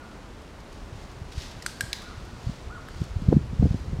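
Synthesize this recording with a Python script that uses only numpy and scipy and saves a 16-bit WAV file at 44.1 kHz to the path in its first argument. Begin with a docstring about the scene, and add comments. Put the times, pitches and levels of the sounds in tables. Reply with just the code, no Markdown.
"""A bear pulls a rotten log apart in a bare forest: fibres rip in swells of tiny clicks, splinters
snap (three loud, two faint) and ring, and both echo among the trunks. Twigs tick, dry leaves rustle.
A rising breeze rumbles, and its eddies thump on the microphone as dips of pressure.
A far bird whistles three arched notes over the soft hiss of the woods."""
import sys
import numpy as np
from scipy import signal
from scipy.fft import rfft, irfft
from scipy.io import wavfile

SR = 44100
rng = np.random.default_rng(int(sys.argv[2]) if len(sys.argv) > 2 else 0)


def unload_audio(sound):
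    """Save the sound as a 16-bit wav file, at the path given as the first command line argument."""
    columns = np.transpose(np.atleast_2d(sound))
    # keep every value between -1 and 1, then stretch to whole-number steps
    steps = np.round(np.clip(columns, -1, 1) * 32767)
    wavfile.write(sys.argv[1], SR, steps.astype(np.int16))


N = 176400
T = np.arange(N) / SR

# splinter breaks: t/s, crack level/dB, crack decay/s, crack f/Hz, ring f/Hz, ring level/dB, ring t60/s
SNAPS = [(1.623, -40.5, 0.005, 7400, 1880, -39, .012), (1.6626, -25, 0.0029, 7700, 1516, -18, 0.0086),
         (1.808, -24, .0026, 8400, 1630, -18, 0.029), (1.9302, -23, 0.0019, 10760, 4060, -11, 0.002),
         (2.886, -47, 0.0021, 4970, 1620, -34.5, .009)]
# resonances of broken wood: f/Hz, width/Hz, gain/dB
WOOD_MODES = [(2120, 460, -0.5), (3380, 700, 2), (4750, 1040, 4.5), (8100, 1450, -6.5), (11000, 4600, -9),
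              (14100, 1400, -11.5)]
# twig ticks: t/s, level/dB
TWIG_TICKS = [(.418, -56), (.602, -55), (0.727, -53), (1.115, -55), (1.481, -53), (2.019, -48), (2.25, -55),
              (3.012, -58), (3.039, -51), (3.218, -57)]
# swells of ripping fibres: t/s, level/dB, attack/s, release/s
RIPS = [(1.322, -46.5, .004, 0.014), (1.385, -43.5, 0.027, 0.026), (1.425, -42.5, .035, 0.051),
        (1.515, -44, 0.0044, 0.0098), (1.695, -49, 0.011, 0.022)]
# rip spectrum: f/Hz, gain/dB
RIP_SPECTRUM = [(880, -18), (1500, -10.5), (1610, -13), (2040, -11), (2490, -10), (3590, -7), (5070, -8),
                (13300, -30.5), (16000, -42)]
# stirring of the leaf litter: t/s, level/dB
LEAF_LEVELS = [(0, -65), (.1, -59.5), (.35, -62), (.66, -62), (.75, -56.5), (.87, -60), (1.0, -54.5),
               (1.24, -60), (1.6, -54), (2.15, -55.5), (2.35, -56.5), (2.49, -51.5), (2.74, -60),
               (3.02, -51.5), (3.13, -57), (3.3, -55.5), (3.52, -60), (3.7, -52.5), (4.0, -60.5)]
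# leaf spectrum: f/Hz, gain/dB
LEAF_SPECTRUM = [(1200, -3), (2500, -2), (4500, -1), (7000, -7), (10000, -18), (16000, -28)]
# eddies on the microphone: t/s, level/dB, f/Hz, flutter re dip/dB
EDDIES = [(0.929, -29, 91, -38), (0.957, -32.5, 115.2, -32), (1.219, -26, 95, -30), (1.382, -22, 71.5, -33),
          (1.569, -30, 80, -28), (1.839, -27, 111, -32), (2.181, -28, 74.6, -28), (2.474, -16.5, 85, -25),
          (2.497, -18, 138, -40), (2.675, -29, 65, -25), (2.965, -28.5, 73, -32), (3.018, -17.5, 135, -14),
          (3.168, -15, 72.4, -25), (3.223, -20, 143, -30), (3.289, -7, 121, -14), (3.328, -4, 252, -13.5),
          (3.3688, -3, 156.4, -26), (3.44, -28.5, 89, -25), (3.533, -21.5, 128.7, -28),
          (3.599, -11, 96, -32), (3.6289, -5.5, 189, -14), (3.644, -6, 86, -35), (3.657, -8, 170, -13),
          (3.668, -15, 163, -19), (3.7126, -12, 109, -30), (3.746, -16, 200, -16), (3.933, -20, 144, -22),
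          (3.992, -21, 125, -30)]
# breeze strength: t/s, level/dB
BREEZE_LEVELS = [(0, -52), (.7, -48.5), (1.2, -45.5), (1.9, -46), (2.4, -42), (2.8, -46.5), (3.1, -38),
                 (3.35, -29), (3.48, -36), (3.65, -31), (3.82, -37.5), (3.9, -31), (4.0, -29)]
# breeze spectrum: f/Hz, gain/dB
BREEZE_SPECTRUM = [(20, -19), (40, 2.5), (70, 2), (140, -6.5), (250, -20), (500, -26), (1000, -69)]
# bird notes: arch top t/s, direct level/dB, echo level/dB
WHISTLES = [(0, -50.5, -48), (2.06, -49, -46), (2.741, -42, -46)]
# hiss of the woods: f/Hz, gain/dB
HISS_SPECTRUM = [(15, -26), (25, 1), (145, -9.5), (185, -7.5), (223, -8), (405, -11.5), (476, -13.5),
                 (516, -13), (840, -16), (911, -15.5), (1480, -20.5), (9070, -40.5), (16000, -56.5)]


def rotten_log(echo_db=-7.5, directions=3):
    """Snaps, rips and their echoes; a break sounds a little different in each direction."""
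    near, _ = splinters()
    rips = ripping()
    echoes = np.zeros(N)
    for _ in range(directions):
        _, outgoing = splinters()
        echoes += trunk_echoes(outgoing + rips, t60_s=1.0, build_s=0.0027)
    return near + rips + from_db(echo_db) * echoes / np.sqrt(directions)


def splinters(build_cycles=1.06, echo_1khz_db=-10, echo_db_per_octave=5):
    """A break cracks and the freed piece rings; twigs only tick. Returns near and outgoing sound."""
    near, outgoing = np.zeros(N), np.zeros(N)
    t = T[:SR // 10]
    for at_s, crack_db, decay_s, crack_hz, ring_hz, ring_db, t60_s in SNAPS:
        envelope = (1 - np.exp(-t * ring_hz / build_cycles)) * from_db(-60 * t / t60_s)
        ring = from_db(ring_db) * envelope / envelope.max() * np.sin(2 * np.pi * ring_hz * t)
        snap = from_db(crack_db) * crack(decay_s, crack_hz)
        carry_db = echo_1khz_db + echo_db_per_octave * np.log2(ring_hz / 1000)  # low rings carry less
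        add(near, at_s, snap + ring)
        add(outgoing, at_s, snap + ring * from_db(carry_db))
    for at_s, db in TWIG_TICKS:
        add(near, at_s, from_db(db) * crack(decay_s=0.0061, sharp_hz=6900))
    return near, outgoing


def crack(decay_s, sharp_hz, sharp_db=-3):
    """A quick run of fractures excites the wood's modes and one resonance of its own."""
    t = T[:SR // 10]
    fractures = rng.standard_normal(len(t)) * np.exp(-t / decay_s)
    wood = sum((-1) ** k * from_db(db) * resonance(fractures, hz, width_hz)
               for k, (hz, width_hz, db) in enumerate(WOOD_MODES))
    sharp = from_db(sharp_db) * resonance(fractures, sharp_hz, width_hz=1840)
    return unit_rms(wood - sharp, decay_s)


def ripping():
    """Soft wood gives way in swells of tiny fibre breaks."""
    power = np.zeros(N)
    for at_s, db, attack_s, release_s in RIPS:
        swell = np.exp(-np.maximum((at_s - T) / attack_s, (T - at_s) / release_s))
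        power += (from_db(db) * swell) ** 2
    return np.sqrt(power) * colour(clicks(per_s=3000, spread_db=2.5), RIP_SPECTRUM)


def leaves():
    """Dry litter crackles under the paws."""
    return gain_curve(LEAF_LEVELS) * colour(clicks(per_s=4000, spread_db=1.5), LEAF_SPECTRUM)


def wind(wake_db=-13, wake_ratio=0.86, flutter_ratio=2.4):
    """Each eddy is a pressure dip with a fluttering core and a longer wake, over a low rumble."""
    out = gain_curve(BREEZE_LEVELS) * colour(rng.standard_normal(N), BREEZE_SPECTRUM)
    t = T[:SR // 5] - T[SR // 10]  # centred on the eddy
    for at_s, db, hz, flutter_db in EDDIES:
        phase_squared = (np.pi * hz * t) ** 2
        dip = (2 * phase_squared - 1) * np.exp(-phase_squared)
        wake = from_db(wake_db) * swirl(t, hz * wake_ratio, length_s=0.012)
        flutter = from_db(flutter_db) * swirl(t, hz * flutter_ratio, length_s=0.003)
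        add(out, at_s + t[0], from_db(db) * (dip + wake + flutter))
    return out


def swirl(t, hz, length_s):
    """A brief patch of turbulence around one pitch."""
    band = signal.butter(3, [hz / 2, 1.2 * hz], "band", fs=SR, output="sos")
    turbulence = signal.sosfilt(band, rng.standard_normal(len(t)))
    return unit_rms(turbulence / np.cosh(t / length_s), length_s)


def bird(top_hz=1469, drop_hz=329, drop_s=0.041, arch_power=2.8, fade_db=2.5):
    """A pure note rises, holds and falls, weaker at its low ends, then lingers among the trees."""
    direct, outgoing = np.zeros(N), np.zeros(N)
    for top_s, direct_db, echo_db in WHISTLES:
        from_top = np.minimum(abs(T - top_s) / drop_s, 2)
        drop = from_top ** arch_power
        hz = top_hz - drop_hz * drop
        envelope = (from_top < 2) * from_db(-fade_db * np.maximum(drop, drop ** 2))
        note = envelope * np.sin(2 * np.pi * np.cumsum(hz) / SR)
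        direct += from_db(direct_db) * note
        outgoing += from_db(echo_db) * note
    return direct + trunk_echoes(outgoing, t60_s=1.5, build_s=0.0046)


def trunk_echoes(x, t60_s, build_s, treble_t60_s=0.45, split_hz=3000):
    """Trunks scatter the sound; the treble dies sooner."""
    t = T[:SR]
    scatter = rng.standard_normal(SR) * rng.exponential(1, SR) * (1 - np.exp(-t / build_s))
    low = signal.sosfilt(signal.butter(1, split_hz, fs=SR, output="sos"), scatter)
    tail = low * from_db(-60 * t / t60_s) + (scatter - low) * from_db(-60 * t / treble_t60_s)
    return signal.fftconvolve(x, tail / np.sqrt(np.sum(tail ** 2)))[:N]


def woods_hiss(level_db=-44.5):
    """Soft, steady noise of the woods."""
    return from_db(level_db) * colour(rng.standard_normal(N), HISS_SPECTRUM)


def from_db(db):
    """Decibels to gain."""
    return 10 ** (np.asarray(db) / 20)


def unit_rms(x, length_s):
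    """Scale to the energy of rms 1 held for length_s."""
    return x * np.sqrt(length_s * SR / np.sum(x ** 2))


def gain_curve(points):
    """Gain over time from t/s, level/dB points."""
    return from_db(np.interp(T, *np.transpose(points)))


def colour(x, spectrum):
    """Shape x by f/Hz, gain/dB points, rolling off below the first; rms 1."""
    hz, db = np.transpose(spectrum)
    bins_hz = np.maximum(np.fft.rfftfreq(N, 1 / SR), 1)
    rolloff = np.minimum(bins_hz / hz[0], 1) ** 2
    gain = from_db(np.interp(np.log(bins_hz), np.log(hz), db))
    return unit_rms(irfft(rfft(x) * rolloff * gain, N), N / SR)


def resonance(x, hz, width_hz):
    """Two-pole band-pass, peak gain 1."""
    r = np.exp(-np.pi * width_hz / SR)
    feedforward = np.array([1, 0, -1]) * (1 - r * r) / 2
    feedback = [1, -2 * r * np.cos(2 * np.pi * hz / SR), r * r]
    return signal.lfilter(feedforward, feedback, x + 1e-18)


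def clicks(per_s, spread_db):
    """Random impulses of uneven size."""
    impulses = (rng.random(N) < per_s / SR) * rng.choice([-1, 1], N)
    return impulses * from_db(spread_db * np.minimum(rng.exponential(1, N), 5))


def add(out, at_s, x):
    """Mix x into out from at_s on."""
    start = int(np.clip(at_s * SR, 0, N - 1))
    out[start:start + len(x)] += x[:N - start]


def scene():
    """The log amid wind, leaves, bird and hiss; mono."""
    hiss = woods_hiss()
    surroundings = wind() + hiss + leaves() + bird()
    return (rotten_log() + surroundings)[None]


def record(dry):
    """Steep low-pass."""
    cutoff_hz = 16000
    return signal.sosfilt(signal.ellip(10, .1, 80, cutoff_hz, fs=SR, output="sos"), dry)


dry = scene()
out = record(dry)
unload_audio(out)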